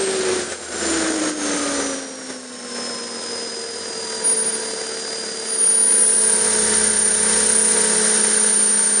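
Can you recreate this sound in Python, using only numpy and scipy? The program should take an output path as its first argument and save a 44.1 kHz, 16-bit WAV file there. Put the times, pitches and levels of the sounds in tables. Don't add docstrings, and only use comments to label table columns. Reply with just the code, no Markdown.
import sys
import numpy as np
from scipy.fft import rfft, irfft
from scipy.io import wavfile
from scipy.ndimage import uniform_filter1d

SR = 44100
rng = np.random.default_rng(int(sys.argv[2]) if len(sys.argv) > 2 else 0)


def master(y):
    cut = np.clip(np.atleast_2d(y).T, -1, 1)
    pcm = np.round(cut * 32767)
    wavfile.write(sys.argv[1], SR, pcm.astype(np.int16))


N = 396900


def from_db(db):
    return 10 ** (np.asarray(db) / 20)


def rms_one(x):
    return x / np.sqrt(np.mean(x ** 2) + 1e-20)


def in_time(rows):
    return np.interp(np.arange(N) / SR, *np.transpose(rows))


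def angle(per_s):
    return 2 * np.pi * np.cumsum(per_s) / SR


def tone(phase, level_db):
    return np.sqrt(2) * from_db(level_db) * np.sin(phase)


def drift(rate_hz):
    hz = np.arange(N // 2 + 1) * SR / N
    return rms_one(irfft(rfft(rng.standard_normal(N)) / (1 + (hz / rate_hz) ** 2), N))


def turbulence(colour, flutter_db, flutter_hz):
    hz, db = np.transpose(colour)
    bins = np.maximum(np.arange(N // 2 + 1) * SR / N, 1)
    gain = from_db(np.interp(np.log(bins), np.log(hz), db))
    noise = irfft(rfft(rng.standard_normal(N)) * gain, N)
    return rms_one(noise * from_db(flutter_db * drift(flutter_hz)))


def bump(middle_s, length_s, steepness=2.23):
    distance = np.abs(2 * (np.arange(N) / SR - middle_s) / length_s)
    return np.exp(-np.minimum(distance, 4) ** steepness)


def engine_state(speed, idle_hz=925, load_octaves=0.36):
    # (time [s], level over quiet idle [dB])
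    flow = [(0, 6.5), (.3, 6), (1.0, 9.5), (1.5, 7), (1.8, 6.5), (2.3, 2.5), (2.8, -1.7), (3.1, -1.5),
            (3.9, -2), (4.3, -0.5), (5.5, -1.5), (6.2, 1), (6.7, 6.5), (8.15, 6), (8.7, 1.5)]
    # (middle [s], length [s], depth [dB])
    lulls = [(0.474, 0.066, 6), (0.577, 0.078, 5.5), (0.662, 0.25, 8.5), (1.165, 0.16, 3),
             (1.357, 0.11, 7.5), (2.137, 0.38, 9), (2.412, 0.16, 3), (2.53, 0.35, 6.5), (3.103, 0.27, 1.5),
             (3.697, 0.47, 1.5), (7.08, 0.44, 4), (7.637, 0.27, 2.5)]
    load = np.tanh(np.log2(speed / idle_hz) / load_octaves)
    lull_db = sum(depth_db * bump(s, length) for s, length, depth_db in lulls)
    return in_time(flow), load, lull_db


def follow(state, idle_db, flow_share, load_db, lull_share):
    flow_db, load, lull_db = state
    return idle_db + flow_share * flow_db + load_db * load - lull_share * lull_db


def chopping(blade):
    # (time [s], swing at the blade rate [dB])
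    depth = [(0, .5), (1.03, .5), (1.15, 1.6), (1.3, .8), (1.6, .5), (3.0, .5), (3.25, 1.4), (4.5, 1.35),
             (5.2, 1.8), (5.6, .8), (6.5, .35), (8.0, .35), (9, .7)]
    return in_time(depth) * (.8 * np.cos(2 * blade) - np.cos(blade))


def gas_flow(state, blade):
    # (frequency [Hz], relative level [dB])
    roar_colour = [(15, -79), (40, -64.5), (70, -23), (120, -18), (155, -19), (190, -4.5), (250, -4),
                   (290, -5.5), (380, -1.5), (500, 0.5), (570, -3), (680, -8), (1000, -12.5), (2000, -41)]
    rush_colour = [(400, -27), (750, -11.5), (1000, -10.5), (1250, -3), (1570, -0.9), (1900, -3.5),
                   (2200, -7), (2600, -17), (4000, -23.5)]
    hiss_colour = [(1500, -25), (2500, -11), (3030, -3.5), (3350, -6), (4150, -2.5), (4450, -3.5),
                   (5150, -0.5), (5400, -1), (5730, -0.5), (6250, -1), (6680, 0.5), (7130, -0.4),
                   (7450, 0.5), (7750, 0), (8430, 3), (8950, 0.5), (9550, 5), (9900, -23.5)]
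    rasp_colour = [(1700, -22.5), (2400, 0), (2900, -3.5), (3800, -1.5), (4800, -3.5), (6500, -16.5)]
    # (middle [s], length [s], rise [dB])
    flares = [(0.288, 0.083, 4.5), (0.526, 0.022, 4), (0.745, 0.045, 4.5), (1.055, 0.096, 0.5),
              (1.266, 0.042, 2), (1.793, .1, 0.5), (2.306, 0.024, 6.5), (2.784, 0.067, 5), (2.89, 0.083, 2),
              (3.316, .2, 1), (5.967, 0.15, 2), (7.35, 0.24, 1), (8.307, 0.3, 0.5)]
    sputter, chop_db = drift(58), chopping(blade)
    flare_db = sum(rise_db * bump(s, length) for s, length, rise_db in flares)
    flare_db += 0.5 * drift(12)
    roar_db = follow(state, idle_db=-38.5, flow_share=.5, load_db=7, lull_share=0.97)
    rush_db = follow(state, idle_db=-36.5, flow_share=1, load_db=-2, lull_share=1.05)
    hiss_db = follow(state, idle_db=-28.5, flow_share=0.9477, load_db=-5.5, lull_share=0.93)
    rasp_db = follow(state, idle_db=-52.5, flow_share=0, load_db=18.5, lull_share=1.3)
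    roar = from_db(roar_db + 0.96 * sputter) * turbulence(roar_colour, flutter_db=0.7, flutter_hz=5.7)
    rush = from_db(rush_db + 0.98 * sputter) * turbulence(rush_colour, flutter_db=0.97, flutter_hz=250)
    hiss = from_db(hiss_db) * turbulence(hiss_colour, flutter_db=0.71, flutter_hz=70)
    rasp = from_db(rasp_db) * turbulence(rasp_colour, flutter_db=0.5, flutter_hz=86)
    jet_swing_db = 0.25 * sputter + .65 * chop_db + 0.34 * flare_db
    return from_db(chop_db + flare_db) * (roar + rush) + from_db(jet_swing_db) * (hiss + rasp)


def compressor(state, shaft, speed, blade, vanes=5, echo_delay_s=.00296):
    # (time [s], level [dB])
    whine = [(0, -30.5), (.65, -32), (.88, -30.5), (1.1, -39.5), (1.27, -31.5), (1.52, -32.5),
             (1.68, -39.5), (1.85, -33), (2.25, -31.5), (2.45, -40), (2.85, -31.5), (3.1, -35), (3.42, -31),
             (3.85, -35), (4.05, -32), (4.4, -38), (5.17, -32), (5.75, -38), (6.05, -43), (6.8, -40),
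             (7.4, -42), (9, -42.5)]
    # (time [s], level [dB])
    octave = [(4.232, -41), (4.25, -15), (4.33, -14.5), (4.4, -19), (5.55, -20.5), (5.62, -15.5),
              (6.05, -15), (6.6, -20), (7.0, -18), (7.42, -19), (7.58, -16), (7.8, -19.5), (8.7, -17)]
    # (time [s], depth [dB])
    dropouts = [(4.355, 18), (4.445, 12), (4.515, 20), (4.585, 31), (5.575, 10)]
    _, _, lull_db = state
    whine_db = in_time(whine) - 1.25 * lull_db
    octave_db = in_time(octave) - sum(depth_db * bump(s, length_s=0.022) for s, depth_db in dropouts)
    root_db = follow(state, idle_db=-17.5, flow_share=1.95, load_db=-12, lull_share=1.7)
    root_db = np.maximum(root_db, -15)
    sweep = np.sin(blade + 0.16 * drift(19))
    root_lag = 2 * np.pi * (speed * echo_delay_s - .024 * sweep)
    tip_lag = 2 * np.pi * (speed * echo_delay_s - .058 * sweep)
    tip_gain = from_db(-17 + 2.4 * drift(30)) * (1 + 0.87 * np.cos(blade))
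    out = 0
    for multiple, level_db in ((vanes, whine_db), (2 * vanes, octave_db)):
        root_echo = from_db(root_db + drift(20)) * np.exp(-1j * multiple * root_lag)
        tip_echo = tip_gain * np.exp(-1j * multiple * tip_lag)
        paths = 1 + root_echo + tip_echo
        beating = np.abs(paths) / np.sqrt(uniform_filter1d(np.abs(paths) ** 2, size=SR // 10))
        out += beating * tone(multiple * shaft + np.angle(paths), level_db + 0.86 * drift(31))
    return out


def gears(state, shaft, speed_ratio, blade, blade_count=3, play_rad=.08):
    # (time [s], level [dB])
    hum = [(0, -23), (.31, -23), (.55, -36.5), (.8, -34), (.89, -24.5), (1.25, -23.5), (1.55, -27.5),
           (2.05, -29.5), (2.8, -37), (3.45, -44.5), (3.9, -50.5), (4.45, -40.5), (5.0, -51), (5.4, -46),
           (6.1, -40.5), (6.7, -32), (7.4, -31.5), (8.2, -32), (9, -37)]
    # (time [s], level [dB])
    overtones = [(0, -58), (1.05, -37), (1.4, -40), (1.77, -31), (2.45, -39.5), (3.35, -35.5), (3.8, -35.5),
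                 (4.35, -33), (5.7, -36.5), (6.65, -29.5), (7.3, -30.5), (8.1, -29.5), (8.7, -37.5)]
    # (multiple of pinion speed, relative level [dB], loss at full load [dB])
    gear_tones = [(1.68, -14.5, -6), (2, 0, 0), (3, -11.8, 9), (3.36, -19, 8), (4, -15.5, 14)]
    # (time [s], relative level [dB])
    unbalance = [(0, -60), (.3, -44), (.85, -33), (1.08, -48), (1.25, -37), (1.45, -41), (1.65, -34),
                 (2.1, -45), (2.5, -46), (2.85, -42), (3.6, -51), (4.2, -41.5), (4.55, -44), (5.2, -62),
                 (5.8, -46), (6.4, -39), (7.9, -36.5), (9, -42.5)]
    # (time [s], level [dB])
    bearings = [(0, -59), (1.1, -46), (1.6, -50), (2.2, -55), (2.85, -46), (3.7, -51), (4.25, -44.5),
                (5.2, -52), (6.3, -39), (7.9, -36.5), (9, -46)]
    # (multiple of pinion speed, relative level [dB])
    bearing_tones = [(.84, -7.5), (1.73, -6), (2.23, 2), (2.52, -4), (5.15, -15), (5.46, -14)]
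    # (time [s], level [dB])
    throb = [(0, -58), (.35, -48), (.95, -43.5), (1.35, -57), (1.6, -55), (1.85, -51), (2.2, -74)]
    _, load, lull_db = state
    hum_db, overtones_db, unbalance_db, bearing_db, throb_db = (
        in_time(curve) - 0.93 * lull_db for curve in (hum, overtones, unbalance, bearings, throb))
    pinion = shaft / speed_ratio
    hum_jitter = (.14 + .22 * load) * drift(26)
    sway_db = np.cos(blade / blade_count)
    out = tone(pinion + hum_jitter, hum_db + 1.3 * drift(28) + sway_db)
    shaft_jitter = (.3 + load ** 2) * drift(35)
    out += tone(shaft + shaft_jitter, unbalance_db - .6 + 2.24 * drift(25))
    tones = [(multiple, overtones_db + db - loss_db * load) for multiple, db, loss_db in gear_tones]
    tones += [(multiple, bearing_db + db) for multiple, db in bearing_tones]
    for multiple, level_db in tones:
        out += tone(multiple * (pinion + play_rad * drift(8)), level_db + 1.8 * drift(30))
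    throbbing = np.arange(N) / SR < throb[-1][0]
    throb_fade = uniform_filter1d(throbbing.astype(float), SR // 4)
    return from_db(chopping(blade)) * out + throb_fade * tone(.23 * pinion, throb_db)


def hollow(exhaust, state, from_flow_db=-1.5, full_flow_db=-0.5):
    # (centre [Hz], width [Hz], gain [dB])
    humps = [(1290, 170, -1.5), (1570, 240, 2.9), (1990, 130, 2), (2370, 90, 5), (2470, 110, -6),
             (2690, 170, 4), (2790, 110, -10), (3280, 65, -9), (3820, 110, 2.5), (4570, 120, -4.5),
             (5600, 160, -0.5), (5720, 310, 3), (6240, 150, -7.5), (6550, 300, 2), (7860, 300, 1.5)]
    flow_db, load, _ = state
    hz = np.arange(N // 2 + 1) * SR / N
    colour_db = sum(db * np.exp(-(2 * (hz - centre) / width) ** 2) for centre, width, db in humps)
    throaty = irfft(rfft(exhaust) * from_db(colour_db), N)
    share = np.interp(flow_db, [from_flow_db, full_flow_db], [0, 1]) * (1 - load)
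    return (1 - share) * exhaust + share * throaty


def rotor(state, blade):
    # (time [s], level [dB])
    drone = [(2.0, -65.5), (3.3, -61.5), (4.5, -59.5), (5.4, -68), (6.15, -58), (6.6, -45), (7.4, -46.5),
             (9.0, -63.5)]
    # (multiple of the blade rate, relative level [dB])
    blade_tones = [(2, 0.5), (3, -12.5), (4, -12.5)]
    _, _, lull_db = state
    level_db = in_time(drone) - .8 * lull_db
    return sum(tone(multiple * blade, level_db + db + 1.2 * drift(6)) for multiple, db in blade_tones)


def tailpipe(state, blade, pitch_hz=1651, width_hz=300, wander_hz=59.9):
    ringing = angle(pitch_hz + wander_hz * drift(5))
    noise = drift(width_hz) * np.cos(ringing) + drift(width_hz) * np.sin(ringing)
    level_db = follow(state, idle_db=-46, flow_share=1.58, load_db=-16.5, lull_share=0.6)
    return from_db(level_db + chopping(blade) + 0.78 * drift(40)) * noise


def scene(inertia_s=.15, first_passes_per_s=58, rotor_halves_s=9.4):
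    # (time [s], speed [turns per s])
    shaft_speed = [(0, 1677), (.5, 1543), (1.4, 1290), (2, 1156), (2.65, 1053), (3.05, 1021), (3.8, 986),
                   (4.03, 968.5), (4.25, 957.5), (4.45, 958), (5.2, 971.5), (5.6, 956.5), (6.1, 942),
                   (7.12, 919), (7.56, 938.5), (8.3, 923), (9, 912.5)]
    speed = uniform_filter1d(in_time(shaft_speed), size=int(inertia_s * SR), mode="nearest")
    speed *= 1 + 0.00027 * drift(10.4)
    shaft = angle(speed)
    blade = angle(first_passes_per_s / (1 + np.arange(N) / SR / rotor_halves_s))
    state = engine_state(speed)
    exhaust = hollow(gas_flow(state, blade) + tailpipe(state, blade), state)
    whine = compressor(state, shaft, speed, blade)
    hum = gears(state, shaft, speed_ratio=4.31, blade=blade)
    return (exhaust + whine + hum + rotor(state, blade))[None]


def record(dry, notch_hz=7965, notch_width_hz=227, cutoff_hz=9602):
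    size = 2 * N
    hz = np.arange(N + 1) * SR / size
    away = ((hz - notch_hz) / notch_width_hz) ** 4
    notch = away / (1 + away)
    top_edge = (1 - np.tanh((hz - cutoff_hz) / 18)) / 2
    return irfft(rfft(dry, size) * notch * top_edge, size)[:, :N]


dry = scene()
out = record(dry)
master(out)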